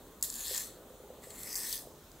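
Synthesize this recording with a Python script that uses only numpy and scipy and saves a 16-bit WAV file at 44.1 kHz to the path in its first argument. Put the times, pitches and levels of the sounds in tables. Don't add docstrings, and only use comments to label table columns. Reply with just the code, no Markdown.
import sys
import numpy as np
from scipy import signal
from scipy.io import wavfile

SR = 44100
rng = np.random.default_rng(int(sys.argv[2]) if len(sys.argv) > 2 else 0)


def wrap_up_sound(samples):
    columns = np.atleast_2d(samples).T
    tamed = np.clip(columns, -1, 1)
    steps = np.round(tamed * 32767).astype(np.int16)
    wavfile.write(sys.argv[1], SR, steps)


def field_ratio(decibels):
    return 10 ** (np.asarray(decibels, dtype=float) / 20)


N = 97020


def rms_one(x):
    return x / np.sqrt(np.mean(x ** 2) + 1e-20)


def at_hz(points, hz):
    table_hz, values = np.transpose(points)
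    return np.interp(np.log(hz), np.log(table_hz), values)


def drift(rate_hz):
    r = np.exp(-20 * np.pi * rate_hz / SR)
    noise = rng.standard_normal(N // 10 + 4002)
    slow = signal.lfilter([1], [1, -2 * r, r * r], noise)[4000:]
    return np.interp(np.arange(N) / 10, np.arange(len(slow)), rms_one(slow))


def band(x, low_hz, high_hz, order):
    return signal.sosfilt(signal.butter(order, [low_hz, high_hz], "band", fs=SR, output="sos"), x)


def resonance(x, hz, width_hz):
    r = np.exp(-np.pi * width_hz / SR)
    row = [(1 - r * r) / 2, 0, (r * r - 1) / 2, 1, -2 * r * np.cos(2 * np.pi * hz / SR), r * r]
    return signal.sosfilt([row, row], x + 1e-18)


def moving_resonance(x, hz, width_hz):
    r = np.exp(-np.pi * width_hz / SR)
    state, out = np.zeros((2, 2)), np.zeros(N)
    for i in range(0, N, 256):
        row = [1 - r, 0, r - 1, 1, -2 * r * np.cos(2 * np.pi * hz[i] / SR), r * r]
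        out[i:i + 256], state = signal.sosfilt([row, row], x[i:i + 256] + 1e-18, zi=state)
    return rms_one(out)


HUM_DB = -54.5
HUM_PATCHY_DB, PATCHY_HZ, PATCHY_BELOW_HZ = 2.5, 5.54, 3000
# [f/Hz, relative level/dB per Hz]
HUM_SPECTRUM = [(12, -34), (22, -11), (53, -1.5), (96, -8), (130, -5.5), (184, -7.5), (250, -4.5),
                (400, -7.5), (650, -10), (750, -10.5), (1240, -14.5), (1700, -21), (2500, -27.5),
                (3600, -18.5), (4400, -25), (5300, -31.5), (6300, -22), (7500, -22), (10000, -27),
                (14700, -21.5), (16500, -22.5)]
# [f/Hz, likeness (1 = the same)]
LEFT_RIGHT_LIKENESS = [(60, 0.97), (180, 0.98), (550, 0.96), (1650, 0.86), (4970, 0.42), (15000, 0.83)]


def hum():
    out, edges = 0, 20 * 2 ** (np.arange(41) / 4)
    white = rng.standard_normal((2, 2, N + SR // 2))
    for k, (low, high) in enumerate(zip(edges, np.minimum(edges[1:], .45 * SR))):
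        mid, side = band(white[k % 2], low, high, 2)[:, -N:]
        hz = np.sqrt(low * high)
        alike = np.clip(at_hz(LEFT_RIGHT_LIKENESS, hz), -1, 1)
        flicker_db = HUM_PATCHY_DB * drift(PATCHY_HZ) / (1 + hz / PATCHY_BELOW_HZ)
        gain = field_ratio(at_hz(HUM_SPECTRUM, hz) + flicker_db)
        out = out + gain * (np.sqrt(1 + alike) * mid + np.sqrt(1 - alike) * side * [[1], [-1]])
    return field_ratio(HUM_DB) * rms_one(out)


def drone():
    hz, width_hz, rms_db = 39.6, 8.6, -67
    noise = rng.standard_normal(N + SR)
    return field_ratio(rms_db) * rms_one(resonance(noise, hz, width_hz)[SR:])


BEATS_PER_S, FIRST_BEAT_S, BEAT_SPREAD_DB = 59.95, .0025, 1.5
MODE_SPREAD_DB = 1.2
THUD_LOW_HZ, THUD_HIGH_HZ = 356, 672
# [t/s, level/dB]
BEAT_STRENGTH = [(0, -49), (.15, -55.5), (.3, -62), (.7, -48.5), (1.35, -49), (1.6, -52.5), (1.9, -47.5),
                 (2.2, -66)]
# [t/s, level/dB, brightness/dB]
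LOUD_THUDS = [(0.07, -53.5, 16), (0.51, -36.5, 3.5), (0.769, -43.5, 7), (0.82, -56, 7), (0.903, -50, 21),
              (0.938, -50, 14), (1.001, -50, 19), (1.036, -42, 2), (1.102, -41.5, 11), (1.185, -50.5, 8),
              (1.27, -47, 15), (1.301, -54, -13), (1.588, -44, -2), (1.871, -48, 11)]
# [f/Hz, level/dB, 60 dB decay/s, share of the brightness]
APPLIANCE_MODES = [(406, -4, .07, -.5), (512, -5.5, .07, .5), (555, -14, .045, .5), (630, -12, .045, .5),
                   (280, -12, .05, -.5), (1100, -16, .04, 0)]


def appliance():
    beats = np.arange(FIRST_BEAT_S, N / SR, 1 / BEATS_PER_S)
    beat_db = np.interp(beats, *np.transpose(BEAT_STRENGTH))
    beat_db = beat_db + BEAT_SPREAD_DB * rng.standard_normal(len(beats))
    thud_s, thud_db, thud_bright_db = np.transpose(LOUD_THUDS)
    s = np.concatenate([beats, thud_s])
    db = np.concatenate([beat_db, thud_db])
    bright_db = np.concatenate([0 * beats, thud_bright_db])
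    chances = rng.standard_normal((len(APPLIANCE_MODES), len(s)))
    out = 0
    for (hz, mode_db, t60_s, share), chance in zip(APPLIANCE_MODES, chances):
        strikes = np.zeros(N + SR)
        strike_db = db + mode_db + share * bright_db + MODE_SPREAD_DB * chance
        np.add.at(strikes, (s * SR).astype(int), field_ratio(strike_db))
        r, w = field_ratio(-60 / (t60_s * SR)), 2 * np.pi * hz / SR
        out = out + signal.lfilter([0, np.sin(w)], [1, -2 * r * np.cos(w), r * r], strikes + 1e-18)
    return band(out, THUD_LOW_HZ, THUD_HIGH_HZ, 2)[:N]


TABLE_DB, TABLE_T60_S, TABLE_CUT_HZ = -12.5, 0.0037, 1600


def table(x):
    t = np.arange(600) / SR
    taps = rng.standard_normal(len(t)) * field_ratio(-60 * t / TABLE_T60_S)
    side = signal.fftconvolve(x, taps / np.sqrt(np.sum(taps ** 2)))[:N]
    treble = signal.sosfilt(signal.butter(1, TABLE_CUT_HZ, "high", fs=SR, output="sos"), side)
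    return field_ratio(TABLE_DB) * treble * [[1], [-1]]


ROOM_T60_S, WALL_CUT_HZ = 0.28, 22000
ROOM_DB, ROOM_SIDE_DB = -17, -13
SIDE_LIFT_DB, SIDE_LIFT_HZ, SIDE_LIFT_TOP_HZ = 3, 2540, 8900


def room(x):
    out, dull = np.zeros((2, N)), np.exp(-2 * np.pi * WALL_CUT_HZ / SR)
    for k, lag in enumerate((np.geomspace(.009, .04, 16) * SR).astype(int)):
        loop, gain, state = x.copy(), field_ratio(-60 * lag / SR / ROOM_T60_S), [0.]
        for i in range(lag, N, lag):
            back, state = signal.lfilter([gain * (1 - dull)], [1, -dull], loop[i - lag:i], zi=state)
            loop[i:i + lag] += back[:N - i]
        out[k % 2] += (loop - x) * (-1) ** (k // 2)
    for lag in (73, 151):
        a = np.r_[1, np.zeros(lag - 1), -.6]
        out = signal.lfilter(a[::-1], a, out)
    middle, side = out
    side = side + field_ratio(SIDE_LIFT_DB) * band(side, SIDE_LIFT_HZ, SIDE_LIFT_TOP_HZ, 1)
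    return field_ratio(ROOM_DB) * (middle + field_ratio(ROOM_SIDE_DB) * side * [[1], [-1]])


SNAP_RISE_S, SNAP_T60_S, LONGER_WITH_DB = .0003, .006, .6
CRACK = 2.5
# [t/s, peak level/dB, middle rings (4-5 kHz)/dB, top rings/dB]
FIBRE_SNAPS = [(0.2112, -42, -8, -13), (0.2257, -14, -13, -12), (0.2367, -27, -3, 1), (0.25, -26, -9, -16),
               (0.3003, -25, -12, -27), (0.3257, -30, -9, -17), (0.3402, -28.5, -7, -19),
               (0.3554, -26, -9, -7), (0.3638, -31, -30, -19), (0.387, -35, -15, -15),
               (0.393, -29, -12, -15), (0.405, -29, -12, -14), (0.469, -31.5, -20, -11),
               (0.4754, -30, -4, -19), (0.4806, -26, -18, -19), (0.5104, -31.5, 9, -13),
               (0.5324, -29, -2, -13), (0.5468, -25, -19, -23), (0.5626, -26, -13, -18),
               (0.5657, -27, -14, -17), (0.5768, -19, -9, -10), (1.2216, -45, -12, -10),
               (1.237, -41, -12, -18), (1.3047, -38, -21, -11), (1.4325, -31, -11, -12),
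               (1.4954, -46, -15, -7), (1.528, -27.5, -5, -11), (1.5541, -20.5, -3, -9),
               (1.5652, -30, -10, -3), (1.5764, -28, -17, -18), (1.6945, -27, -4, -13),
               (1.7265, -20.5, -2, -8), (1.7296, -28.5, 2, -9), (1.7553, -27, 2, -1),
               (1.7774, -31, -4, -15), (1.821, -40.5, -25, -23), (2.1166, -43.5, -5, -15)]
# [f/Hz, width/Hz, level/dB, snap column that steers it]
SNAP_RESONANCES = [(1800, 1200, -35.5, "main"), (3830, 1700, -27, "middle"), (4820, 740, -1, "middle"),
                   (5860, 2400, -13.5, "middle"), (6890, 1300, -8, "main"), (7720, 920, -8, "main"),
                   (8250, 780, -10, "main"), (10850, 930, 2, "top"), (12700, 850, -10, "top"),
                   (14650, 3000, 2.5, "top")]


def snaps():
    t = np.arange(1500) / SR
    out = np.zeros(N + len(t))
    bursts = rng.standard_normal((len(FIBRE_SNAPS), len(t)))
    for (s, db, middle, top), burst in zip(FIBRE_SNAPS, bursts):
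        burst[int(SNAP_RISE_S * SR)] += CRACK
        t60_s = SNAP_T60_S * field_ratio(LONGER_WITH_DB * (db + 25))
        crackle = burst * np.minimum(t / SNAP_RISE_S, 1) * field_ratio(-60 * t / t60_s)
        steer = dict(main=0, middle=middle, top=top)
        snap = 0
        for k, (hz, width_hz, ring_db, column) in enumerate(SNAP_RESONANCES):
            ring = rms_one(resonance(crackle, hz, width_hz))
            snap = snap + (-1) ** k * field_ratio(ring_db + steer[column]) * ring
        out[int(s * SR):][:len(t)] += field_ratio(db) * snap / np.abs(snap).max()
    return out[:N]


GRAINS_PER_S, GRAIN_SPREAD_DB = 8000, 4.2
GRAIN_CLUMP_DB, CLUMP_HZ = 1.2, 200


def grains():
    born = rng.random(N) < GRAINS_PER_S / SR
    uneven_db = GRAIN_SPREAD_DB * np.minimum(rng.exponential(1, N), 4)
    sizes = field_ratio(uneven_db + GRAIN_CLUMP_DB * drift(CLUMP_HZ))
    return born * sizes * rng.choice([-1, 1], N)


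BITE_S, LET_GO_S = .004, .003
LOW_DB, LOW_WIDTH_HZ, MAIN_DB, MAIN_WIDTH_HZ = -1, 400, -2.5, 1100
RESONANCE_FLICKER_DB, FLICKER_HZ = 1.5, 15
OWN_GRAINS_DB = -2
# [t/s, level/dB, then relative to it the low/dB, 4 kHz/dB, 5 kHz/dB,
# 6 kHz/dB and top/dB resonances, then the centres of the low f/Hz and the main f/Hz resonance]
CUTTING_STROKES = [
    [(0.231, -39.5, -21.5, -23, -14, -11, 0, 1760, 7560),
     (0.241, -37, -19.5, -8, -17, -13, -1.5, 1740, 7550),
     (0.273, -51.5, -15.5, -10, -14, -8, -1, 1720, 7600), (0.399, -44.5, -12, -9, -19, -34, -4, 1670, 7000),
     (0.427, -42.5, -15, -9, -24, -24, -7, 1740, 6650),
     (0.459, -44.5, -15.5, -1.5, -12, -15, -2.5, 1840, 7960),
     (0.583, -40, -9.5, -8, -13, -10, -3, 1750, 7260),
     (0.659, -50.5, -15.5, -8.5, -19, -4.5, -3, 2000, 8040), (0.775, -73, -9, 3, -27, -12, -10, 1800, 7300)],
    [(1.2, -84, -14, -8, -11, -6, 0, 1950, 7670), (1.238, -55, -3.5, -9, -18, -23, -5.5, 1900, 7800),
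     (1.296, -57.5, -20, -27, -18, -18, -9, 1920, 7850),
     (1.306, -49.5, -7, -6.5, -16, -29, -10, 1910, 7900),
     (1.322, -55, -10.5, -17, -20, -19, -8, 1960, 7360),
     (1.398, -50, -10, -11.5, -18, -14.5, -2, 1950, 7750), (1.522, -50, -5, -13, 0.5, -2, 1, 1900, 7970),
     (1.549, -45.5, -9.5, -30, -4, -7, -1, 1970, 7800)],
    [(1.557, -38, -14, -31, -8, -1, -1.5, 1750, 7600),
     (1.592, -44.5, -14, -12.5, -6, -11, -0.5, 1830, 8300),
     (1.644, -44.5, -10.5, -11, -4.5, -6.5, -0.5, 1800, 7900),
     (1.742, -44.5, -12, -1.5, -27, -2, 0.5, 1920, 8260), (1.818, -62.5, -8.5, -7, -5, -5, 2.5, 1520, 8200),
     (1.842, -61.5, -29, -21, -15, -18, -6, 1640, 8200), (1.92, -84, 3, -2, 12, 12, 2, 1580, 7400)],
]
# [f/Hz, width/Hz, level/dB, stroke column that steers it]
HOUSING_RESONANCES = [(1050, 500, -8, "low"), (2600, 600, -10, "low"), (3450, 800, -5, "four"),
                      (4200, 680, -2.5, "four"), (5150, 800, 1, "five"), (6150, 1000, -1, "six"),
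                      (8700, 1200, -10, "main"), (9800, 1200, -7, "top"), (11200, 1400, -4.5, "top"),
                      (12300, 1500, -7, "top"), (13300, 800, -5.5, "top"), (15000, 1800, -6, "top")]


def shaving():
    rows = []
    for stroke in CUTTING_STROKES:
        first, last = stroke[0], stroke[-1]
        rows += [(first[0] - BITE_S, -90, *first[2:]), *stroke, (last[0] + LET_GO_S, -90, *last[2:])]
    times, *columns = np.transpose(rows)
    t = np.arange(N) / SR
    level, low, four, five, six, top, low_hz, main_hz = [np.interp(t, times, c) for c in columns]
    steer = dict(main=0, low=low, four=four, five=five, six=six, top=top)
    shared = grains()

    def excitation():
        return shared + field_ratio(OWN_GRAINS_DB) * grains()

    low_gain = field_ratio(LOW_DB + low + RESONANCE_FLICKER_DB * drift(FLICKER_HZ))
    out = low_gain * moving_resonance(excitation(), low_hz, LOW_WIDTH_HZ)
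    out = out + field_ratio(MAIN_DB) * moving_resonance(excitation(), main_hz, MAIN_WIDTH_HZ)
    for k, (hz, width_hz, db, column) in enumerate(HOUSING_RESONANCES):
        gain = field_ratio(db + steer[column] + RESONANCE_FLICKER_DB * drift(FLICKER_HZ))
        out = out + (-1) ** k * gain * rms_one(resonance(excitation(), hz, width_hz))
    return field_ratio(level) * out


def scene():
    near = appliance() + drone() + snaps() + shaving()
    return hum() + near + table(near) + room(near)


def band_limit(x):
    return signal.sosfilt(signal.butter(12, 16830, fs=SR, output="sos"), x)


def record(dry):
    cutoff_hz = 15760
    mix = signal.sosfilt(signal.ellip(12, .5, 65, cutoff_hz, fs=SR, output="sos"), dry)
    return band_limit(mix)


dry = scene()
out = record(dry)
wrap_up_sound(out)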